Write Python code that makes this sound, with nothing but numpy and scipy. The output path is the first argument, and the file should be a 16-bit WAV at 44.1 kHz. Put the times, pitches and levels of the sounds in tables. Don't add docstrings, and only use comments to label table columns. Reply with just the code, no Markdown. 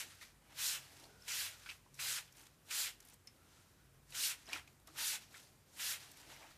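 import sys
import numpy as np
from scipy import signal
from scipy.io import wavfile

SR = 44100
rng = np.random.default_rng(int(sys.argv[2]) if len(sys.argv) > 2 else 0)


def wav_out(sig):
    wavfile.write(sys.argv[1], SR, np.round(np.clip(np.atleast_2d(sig).T, -1, 1) * 32767).astype(np.int16))


def rack_gain(trim_db):
    fader = np.asarray(trim_db, float)
    return 10 ** (fader / 20)


N = 289737
STEP = 40
OPEN_DB, SHUT_DB = -45.5, -45

# (valve opens t/s, fullest pressure t/s, valve shuts t/s, fullest jet level/dB,
# jump over the dribble at opening level/dB)
SQUEEZES = [
    (-0.2, -0.08, 0.004, -40, 5),
    (0.595, 0.675, 0.754, -37.5, 0.3),
    (1.283, 1.395, 1.46, -41.5, 8),
    (1.998, 2.102, 2.182, -41.5, 11),
    (2.71, 2.806, 2.872, -39, 7),
    (4.149, 4.262, 4.318, -37, 7),
    (4.984, 5.08, 5.152, -37.5, 4),
    (5.803, 5.892, 5.936, -40, 1.5),
]
# (collapse of the jet dB/s, draining froth level/dB, its fall s per 20 dB)
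DRAINS = [
    (290, -60, 0.25),
    (300, -60.5, 0.6),
    (240, -58, 0.14),
    (420, -65, 0.12),
    (350, -72, 0.2),
    (430, -67, 0.3),
    (480, -60, 0.1),
    (320, -57, 0.4),
]


def squeeze():
    roundness, valve_s, dribble_db_per_s = 1.3, 0.007, 420
    t = np.arange(0, N, STEP) / SR
    level_db = -120
    for (opens, fullest, shuts, peak_db, jump_db), (die_db_per_s, *_) in zip(SQUEEZES, DRAINS):
        off = np.abs(np.interp(t, [opens, fullest, shuts], [-1, 0, 1])) ** roundness
        arch_db = peak_db + off * (np.where(t < fullest, OPEN_DB, SHUT_DB) - peak_db)
        early_s = opens - t
        leak_db = jump_db * np.clip(early_s / valve_s, 0, 1) + dribble_db_per_s * np.maximum(early_s, 0)
        collapse_db = die_db_per_s * np.maximum(t - shuts, 0)
        level_db = np.maximum(level_db, arch_db - leak_db - collapse_db)
    return level_db


def jet():
    # (f/Hz, level/dB per Hz)
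    mist_colour = [(150, -51), (250, -41.5), (335, -20.5), (645, -13.5), (753, -18.5), (910, -11.5),
                   (1140, -12.5), (1530, -8), (3200, -3.5), (4930, 1.5), (9820, -1.5), (13200, -5),
                   (15400, -6.5)]
    # (f/Hz, width/Hz, level/dB)
    cavities = [(4020, 150, 3), (4900, 220, 0), (7100, 450, 1.5), (1550, 67, 2.5), (2130, 350, -0.5)]
    level_db = squeeze()
    over_db = level_db - SHUT_DB
    body_db = 7.7 - 1.1 * np.maximum(over_db, -1.5) - 0.4 * np.maximum(-56 - level_db, 0)
    patter_db = 2 - 0.8 * np.maximum(over_db, -18)
    source = rng.standard_normal((2, N)) + 0.23 * grains(per_s=5000, spread_db=0.5)
    mist = coloured(source, mist_colour, 1.2, body_db, patter_db)
    for hz, width_hz, peak_db in cavities:
        mist = mist + (rack_gain(peak_db) - 1) * resonance(mist, hz, width_hz)
    mist = mist + every_sample(rack_gain(body_db - 16.5)) * droplets(per_s=1500, cycles=20.0)
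    return every_sample(rack_gain(level_db + 0.3)) * mist


def droplets(per_s, cycles):
    hits = grains(per_s, spread_db=2.5)[0]
    dealt = rng.integers(0, 16, N)
    out = 0
    for k, hz in enumerate(np.geomspace(1450, 3600, 16)):
        out = out + resonance(hits * (dealt == k) + 1e-18, hz, 1.9 * hz / cycles)
    return rms_one(out)


def spray_edges():
    # (f/Hz at the valve level, level/dB against the mist)
    edges = [(2500, -22), (3300, -21), (4100, -20), (5300, -21), (6400, -21), (7900, -23)]
    rise_per_db, wander, width_hz, spit_db = .02, .06, 260, 3.5
    level_db = squeeze()
    out = 0
    for hz, edge_db in edges:
        pitch = hz * np.exp(rise_per_db * np.maximum(level_db - SHUT_DB, -6) + wander * slow(6.0))
        phase = 2 * np.pi * np.cumsum(every_sample(pitch)) / SR
        gain = rack_gain(level_db + edge_db + spit_db * slow(22.0))
        out = out + every_sample(gain * slow(width_hz)) * np.cos(phase)
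        out = out + every_sample(gain * slow(width_hz)) * np.sin(phase)
    return out


def refill():
    # (loudest t/s, level/dB, rise s per 20 dB, fall s per 20 dB, dullness/dB)
    rubs = [(0.13, -64, 0.2, 0.15, 3), (0.218, -55.5, 0.025, 0.12, 2.5), (0.53, -67.5, 0.17, 0.05, 6),
            (1.03, -63, 0.3, 0.12, 0.5), (1.25, -63, 0.11, 0.03, -4), (1.62, -66, 0.1, 0.1, 1.5),
            (1.7, -54.5, 0.12, 0.1, 0.2), (1.86, -77, 0.3, 0.2, 0.2), (1.95, -68, 0.03, 0.05, -4),
            (2.39, -62.5, 0.12, 0.2, 1.5), (3.026, -69, 0.06, 0.25, 1.5), (3.14, -68, 0.3, 0.04, 2.5),
            (3.29, -76, 0.05, 0.3, 4), (3.54, -66.5, 0.2, 0.3, 0.5), (3.8, -77, 0.4, 0.3, -4),
            (4.112, -62, 0.06, 0.1, -4), (4.4, -66, 0.1, 0.15, 0.5), (4.55, -50, 0.09, 0.09, 5.5),
            (4.68, -70, 0.03, 0.13, 0.5), (4.876, -66, 0.02, 0.4, 0.2), (5.365, -57.5, 0.12, 0.22, -2.5),
            (5.755, -63, 0.15, 0.03, -8), (6.17, -61, 0.05, 0.4, 0.2), (6.33, -60, 0.15, 0.25, 4),
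            (6.44, -65, 0.3, 0.2, 8), (6.51, -65.5, 0.1, 0.12, 3)]
    # (loudest t/s, level/dB, rise s per 20 dB, fall s per 20 dB)
    shuffles = [(0.05, -66, 0.1, 0.1), (0.53, -63, 0.2, 0.1), (0.93, -65, 0.2, 0.2), (1.04, -60, 0.1, 0.2),
                (2.4, -69, 0.2, 0.2), (3.12, -70, 0.2, 0.1), (3.55, -71, 0.3, 0.2), (4.49, -63, 0.05, 0.1),
                (4.55, -53, 0.08, 0.08), (4.68, -69, 0.03, 0.1), (4.88, -66, 0.02, 0.15),
                (5.01, -59, 0.12, 0.06), (5.14, -62, 0.06, 0.06), (5.31, -68, 0.1, 0.15),
                (5.86, -64, 0.25, 0.2), (5.42, -69, 0.15, 0.2), (6.1, -66, 0.2, 0.3), (6.3, -60, 0.3, 0.3),
                (6.44, -59.5, 0.2, 0.15)]
    # (f/Hz, level/dB per Hz)
    crackle_colour = [(150, -44), (250, -7), (457, -15.5), (1310, -2.5), (1430, -1.5), (1980, -0.5),
                      (2310, -1), (5280, -1.5), (11100, -8), (15400, -15)]
    lag_s, rise_s, drain_dull_db = 0.07, 0.04, 0.1
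    drains = []
    for (_, _, shuts, *_), (_, db, fall_s) in zip(SQUEEZES, DRAINS):
        drains.append((shuts + lag_s, db, rise_s, fall_s, drain_dull_db))
    rows = rubs + drains
    power = swells(rows)
    total = power.sum(axis=0)
    dull_db = np.array(rows)[:, -1] @ power / total
    low_db = 10 * np.log10(rack_gain(-14) ** 2 + swells(shuffles).sum(axis=0) / total)
    clumps = rack_gain(2.5 * drift(45))
    source = rng.standard_normal((2, N)) + 0.63 * grains(per_s=900, spread_db=1.0) * clumps
    crackle = coloured(source, crackle_colour, 1.12, dull_db, low_db + 14.5)
    return every_sample(np.sqrt(total)) * rack_gain(-1.5) * crackle


def ticks():
    # (t/s, peak level/dB, centre f/Hz)
    bubbles = [(0.153, -52, 10000), (2.3635, -52, 9500), (2.3825, -46, 6000), (2.423, -52, 10000),
               (2.43, -54, 6000), (2.438, -52, 7500), (2.4585, -53, 6000), (3.0257, -53, 8000),
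               (3.06, -55, 9500), (3.134, -50, 7000), (4.8, -57, 6000), (5.329, -53, 7500),
               (5.3535, -51, 7500), (5.37, -50, 5000), (5.378, -50, 5000), (0.968, -45, 5260),
               (0.9994, -47, 10000), (1.038, -52, 4160), (1.222, -56, 5320), (1.5983, -50, 6590),
               (1.943, -46, 5450), (1.9517, -49, 5470), (2.2754, -55, 4590), (2.3242, -48, 6230),
               (2.37, -46, 8000), (2.3944, -48, 7500), (2.412, -47, 4650), (2.4672, -48.5, 4700),
               (3.0038, -45, 6200), (3.0505, -49, 9840), (3.0727, -46, 8000), (3.0857, -50, 9500),
               (3.0989, -46.5, 9670), (3.105, -51, 8000), (3.1404, -48, 10200), (4.1051, -47, 7000),
               (4.6757, -51, 4000), (4.8734, -44, 9000), (5.3095, -52, 6890), (5.4005, -47, 5120),
               (6.116, -45, 7860), (6.1719, -48, 4060), (6.2153, -44, 6800)]
    echo_s, echo_level_db = .0027, -1.5
    out, t = np.zeros(N + SR), np.arange(SR // 100) / SR
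    for s, peak_db, hz in bubbles + froth(count=10):
        noise, uneven_db = rng.standard_normal(len(t)), rng.normal(0, 1.6)
        pop = resonance(noise * (np.exp(-t / 0.00015) + 0.16 * np.exp(-t / 0.0027)), hz, 1.3 * hz)
        pop = rack_gain(peak_db) * pop / np.abs(pop).max()
        for start_s, gain in ((s, 1), (s + echo_s, rack_gain(echo_level_db + uneven_db))):
            at = round(start_s * SR)
            out[at:at + len(t)] += gain * pop
    return out[:N]


def froth(count):
    # (start t/s, mean gap/s, peak level/dB, centre f/Hz)
    runs = [
        (2.358, 0.0105, -59, 6000),
        (3.03, 0.0105, -60, 6500),
    ]
    rows = []
    for start, gap_s, peak_db, hz in runs:
        gaps, sizes, pitches = rng.uniform(-1, 1, (count, 3)).T
        times = start + gap_s * np.cumsum(1 + 0.6 * gaps)
        rows += zip(times, peak_db + 5.0 * sizes, np.minimum(hz * 1.4 ** pitches, 11000))
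    return rows


def knocks():
    # (t/s, peak level/dB, ring f/Hz, rattle t60/s, bright crack level/dB)
    rows = [(0.2113, -48, 1950, 0.09, -14), (0.224, -49, 2050, 0.06, -14), (0.228, -52, 3900, 0.06, -20),
            (1.6596, -47, 2450, 0.06, -6), (1.6885, -43, 2270, 0.032, -18), (1.6965, -42, 2450, 0.05, -12),
            (1.7136, -46, 2000, 0.06, -15), (1.9895, -39, 2250, 0.09, -25), (2.278, -56, 2900, 0.06, -10),
            (2.7075, -39, 2400, 0.07, -25), (3.2725, -56, 2140, 0.08, -4), (4.122, -47, 2600, 0.046, -7),
            (4.474, -51, 3200, 0.079, -25), (4.4918, -46.5, 1880, 0.053, -8),
            (4.5244, -41, 2510, 0.081, -20), (4.5304, -36, 2510, 0.05, -9), (4.5414, -39, 2010, 0.075, -17),
            (4.5579, -41, 1550, 0.053, -16), (4.5844, -53, 1900, 0.054, -13),
            (4.6745, -50, 2460, 0.03, -17), (5.3418, -46, 1950, 0.05, -25)]
    return clicks(rows, spread=.2, ring_s=0.03, ring_share=0.2, crack_hz=4000, crack_s=0.0028)


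def bumps():
    # (t/s, peak level/dB, ring f/Hz, rattle t60/s, bright crack level/dB)
    rows = [(1.662, -52, 1480, 0.1, -30), (1.86, -60, 935, 0.092, -30), (4.481, -49.5, 700, 0.078, -30),
            (4.552, -49, 1330, 0.1, -30), (4.876, -53.5, 1230, 0.092, -28), (4.955, -52.5, 1220, 0.21, -30),
            (4.985, -51, 950, 0.2, -30), (5.015, -49, 900, 0.12, -30), (5.13, -52, 900, 0.12, -30),
            (6.41, -54, 850, 0.15, -30), (5.341, -54, 1530, 0.06, -30), (5.357, -50, 1390, 0.06, -30)]
    return clicks(rows, spread=0.14, ring_s=0.068, ring_share=0.68, crack_hz=2000, crack_s=.003)


def pings():
    # (t/s, peak level/dB, ring f/Hz, rattle t60/s, bright crack level/dB)
    rows = [
        (1.04, -52.5, 4290, 0.04, -10),
        (1.2216, -57, 5250, 0.028, -7),
        (3.2723, -53, 5220, 0.04, -14),
        (4.466, -58, 5100, 0.061, -4),
        (4.5, -48, 5400, 0.03, -10),
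    ]
    return clicks(rows, spread=0.05, ring_s=0.08, ring_share=0.6, crack_hz=6000, crack_s=0.0014)


def clicks(rows, spread, ring_s, ring_share, crack_hz, crack_s):
    out, t = np.zeros(N + SR), np.arange(SR // 6) / SR
    bright = signal.butter(2, [crack_hz, 11000], "band", fs=SR, output="sos")
    for s, peak_db, hz, t60, crack_db in rows:
        noise, detune = rng.standard_normal((2, len(t))), rng.normal([-1.02, -0.23, 0.3, 1], 0.17)
        rattle = noise[0] * rack_gain(-60 * t / max(t60, .004)) * (1 - np.exp(-t / 0.00087))
        ring = resonance(resonance(rattle, hz, spread * hz), hz, 2 * spread * hz)
        for d in detune:
            ring = ring + 0.35 * resonance(rattle, hz * (1 + 3.0 * spread) ** d, spread * hz)
        ring = ring + ring_share * resonance(rattle, hz * 1.01, np.log(1000) / np.pi / ring_s)
        crack = signal.sosfilt(bright, noise[1]) * np.exp(-t / crack_s) * rack_gain(crack_db) / 1.3
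        at = round(s * SR)
        out[at:at + len(t)] += rack_gain(peak_db) * (ring / np.abs(ring).max() + crack)
    return out[:N]


def snaps():
    # (t/s, peak level/dB, f/Hz, t60/s)
    strikes = [(1.0385, -53, 5600, .012), (1.041, -48, 4250, .02), (1.054, -54, 4700, .012),
               (1.2215, -53, 5350, .016), (1.651, -58, 7200, .01), (1.6605, -46, 1500, .03),
               (1.664, -45, 2300, .015), (1.672, -48, 1500, .025), (1.6905, -44, 2050, .02),
               (1.694, -38.5, 2700, .025), (1.6945, -47, 4000, .015), (1.6985, -38.5, 2620, .025),
               (1.7005, -46, 4000, .02), (1.7035, -41, 2450, .02), (1.711, -43, 2600, .03),
               (1.721, -51, 2750, .02), (3.2698, -58, 9500, .01), (3.2728, -46, 5250, .016),
               (3.2762, -50, 5300, .025), (3.276, -60, 1700, .02), (4.1065, -54, 10500, .012),
               (4.1225, -47, 3900, .025), (4.4578, -54, 5890, .025), (4.467, -52, 5100, .035),
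               (4.482, -54, 8000, .008), (4.4892, -47, 4000, .02), (4.494, -48, 3900, .02),
               (4.527, -44, 4500, .015), (4.5312, -31, 2400, .026), (4.5312, -40, 7300, .01),
               (4.533, -37, 5600, .014), (4.5352, -37, 4900, .016), (4.5432, -39, 2300, .015),
               (4.546, -48, 5900, .02), (4.551, -40, 2900, .014), (4.556, -42, 2200, .015),
               (4.562, -43, 1500, .02), (4.568, -44, 4000, .02), (4.574, -44, 1900, .015),
               (4.581, -46, 3300, .008), (4.601, -55, 5600, .02), (6.301, -53, 1300, .015),
               (6.325, -51, 900, .015), (6.364, -49, 2200, .012), (6.424, -50, 1100, .012),
               (6.429, -52, 2100, .012), (6.443, -52, 900, .03), (6.466, -54, 2700, .015),
               (6.517, -56, 4500, .008)]
    contact_s, grit_s, grit_share = .0003, .0012, .7
    twin, twin_db, distance_db = 1.13, -8, -4
    out, t = np.zeros(N + SR), np.arange(SR // 20) / SR
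    for s, peak_db, hz, t60 in strikes:
        fade = rack_gain(-60 * t / max(t60, .003)) * (1 - np.exp(-t / contact_s))
        first, second = rng.random(2)
        ring = np.sin(2 * np.pi * (hz * t + first))
        ring = ring + rack_gain(twin_db) * np.sin(2 * np.pi * (twin * hz * t + second))
        grit = rms_one(resonance(rng.standard_normal(len(t)), hz, 1.2 * hz)) * np.exp(-t / grit_s)
        at = round(s * SR)
        out[at:at + len(t)] += rack_gain(peak_db + distance_db) * (fade * ring / fade.max() + grit_share * grit)
    return out[:N]


def booms():
    # (t/s, peak level/dB, f/Hz, t60/s)
    rows = [
        (4.519, -55, 290, 0.2),
        (4.888, -52, 315, 0.16),
    ]
    t = np.arange(N) / SR
    out = np.zeros(N)
    for s, peak_db, hz, t60 in rows:
        age = np.maximum(t - s, 0)
        wobble = 2 * np.pi * hz * age + .8 * drift(9.7)
        out += rack_gain(peak_db + 1.0 - 60 * age / t60) * (1 - np.exp(-age / 0.026)) * np.sin(wobble)
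    return out


def vent_whine():
    # (start t/s, end t/s, start level/dB, end level/dB, f/Hz)
    whines = [
        (1.05, 1.27, -73, -69, 1455),
        (1.52, 1.66, -71, -69, 1375),
        (3.35, 3.62, -77, -79, 1360),
        (3.655, 3.685, -76, -80, 1360),
        (3.76, 3.9, -80, -80, 1445),
    ]
    tables = [[(a, db, hz), (b, end_db, hz)] for a, b, db, end_db, hz in whines]
    return gliding_band(tables, width_hz=100)


def glug():
    # (t/s, level/dB, f/Hz)
    path = [
        (.95, -96, 258),
        (1.05, -74, 362),
        (1.15, -75, 450),
        (1.3, -75, 493),
        (1.4, -90, 516),
    ]
    return gliding_band([path], width_hz=46)


def gliding_band(tables, width_hz):
    t = np.arange(N) / SR
    s, *columns = np.transpose(np.vstack(tables))
    level_db, hz = [np.interp(t, s, c) for c in columns]
    gate = sum(np.clip(np.minimum(t - r[0][0], r[-1][0] - t) / .012 + .5, 0, 1) for r in tables)
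    gain = np.sqrt(np.clip(gate, 0, 1)) * rack_gain(level_db - 1.5 + 1.5 * drift(25))
    phase = 2 * np.pi * np.cumsum(hz) / SR
    return gain * (drift(width_hz) * np.cos(phase) + drift(width_hz) * np.sin(phase))


def room(x):
    t60_s, level_db = 0.23, -15
    t = np.arange(SR // 2) / SR
    dull_noise = signal.lfilter([.5], [1, -.5], rng.standard_normal(len(t)))
    tail = dull_noise * rack_gain(-60 * t / t60_s) * (t > .006)
    return rack_gain(level_db) * signal.fftconvolve(x, tail / np.sqrt(np.sum(tail ** 2)))[:N]


def far_machinery():
    # (t/s, level/dB)
    load = [(0.0, -71), (0.2, -82), (0.73, -70), (1.9, -82), (1.94, -71), (2.84, -82), (4.35, -74),
            (4.39, -84), (4.59, -73), (5.2, -77), (5.27, -89), (5.36, -76), (6.51, -75), (6.57, -89)]
    # (f/Hz, width/Hz)
    tones = [(54, 12), (91, 4.7), (137, 7)]
    means = [-78, -78.5, -78]
    shares = [0.1, 0.1, 0.9]
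    load_db = np.interp(np.arange(N) / SR, *np.transpose(load))
    out = np.zeros(N)
    for (hz, width_hz), mean_db, share in zip(tones, means, shares):
        level_db = mean_db + share * (load_db - load_db.mean()) + 3.0 * drift(4.0)
        phase = 2 * np.pi * np.cumsum(hz + .6 * width_hz * drift(6.02)) / SR
        out += rack_gain(level_db + 1.5 + 1.6 * drift(6.2)) * np.sin(phase)
    return out


def room_hush():
    # (f/Hz, level/dB per Hz)
    hush_colour = [(15, -38), (25, -5.5), (66, -1.5), (113, 0), (220, -4.5), (612, -11.5), (800, -13.5),
                   (1520, -14.5), (2680, -19), (4010, -21.5), (9480, -21), (14200, -23.5), (15400, -31)]
    hush = rms_one(coloured(rng.standard_normal((2, N)), hush_colour, 1.0))
    bass_cut = signal.butter(3, 44, "highpass", fs=SR, output="sos")
    return rack_gain(-69.5) * signal.sosfilt(bass_cut, hush)


def coloured(source, spectrum, patchy_db, body_db=0, low_db=0):
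    edges = 25 * 2 ** np.arange(0, 9.5, 1 / 3)
    out, top_power, together = 0, 0, slow(16.8)
    for k, (low, high) in enumerate(zip(edges, edges[1:])):
        hz = np.sqrt(low * high)
        if hz < spectrum[0][0] * .8:
            continue
        band = signal.sosfilt(signal.butter(2, [low, high], "band", fs=SR, output="sos"), source[k % 2])
        band = band * rack_gain(at_hz(spectrum, hz))
        top_power += np.mean(band ** 2) * (hz > 3500)
        share_low = at_hz([(800, 1), (1200, 0)], hz)
        share_top = at_hz([(2600, 0), (4400, 1)], hz)
        tilt_db = share_low * low_db + (1 - share_low - share_top) * body_db
        out = out + band * every_sample(rack_gain(tilt_db + patchy_db * (0.47 * together + slow(12))))
    return out / np.sqrt(top_power)


def grains(per_s, spread_db):
    sizes = rack_gain(spread_db * np.minimum(rng.exponential(1, (2, N)), 4)) * rng.choice([-1, 1], (2, N))
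    return rms_one(sizes * (rng.random((2, N)) < per_s / SR))


def resonance(x, hz, width_hz):
    r = np.exp(-np.pi * width_hz / SR)
    poles = [1, -2 * r * np.cos(2 * np.pi * hz / SR), r * r]
    return signal.lfilter(np.array([1, 0, -1]) * (1 - r * r) / 2, poles, x)


def swells(rows):
    t = np.arange(0, N, STEP) / SR
    s, level_db, rise_s, fall_s = np.array(rows)[:, :4].T[:, :, None]
    away = np.maximum((s - t) / rise_s, (t - s) / fall_s)
    return rack_gain(level_db - 20 * np.minimum(away, 10)) ** 2


def slow(rate):
    r = np.exp(-2 * STEP * np.pi * rate / SR)
    noise = rng.standard_normal(N // STEP + 2001)
    return rms_one(signal.lfilter([1], [1, -2 * r, r * r], noise)[2000:])


def every_sample(control):
    return np.interp(np.arange(N) / STEP, np.arange(len(control)), control)


def drift(rate):
    return every_sample(slow(rate))


def at_hz(points, hz):
    f, db = np.transpose(points)
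    return np.interp(np.log(hz), np.log(f), db)


def rms_one(x):
    return x / np.sqrt(np.mean(x ** 2) + 1e-20)


def scene():
    bottle = jet() + spray_edges() + ticks() + knocks() + bumps() + pings() + snaps()
    air = booms() + vent_whine() + glug()
    background = far_machinery() + room_hush()
    return (bottle + room(bottle) + air + refill() + background)[None]


def roll_off(x):
    return signal.sosfilt(signal.butter(12, 15400, fs=SR, output="sos"), x)


def record(dry):
    top_cut = signal.cheby2(10, 50, 16000, fs=SR, output="sos")
    return roll_off(signal.sosfilt(top_cut, dry))


dry = scene()
out = record(dry)
wav_out(out)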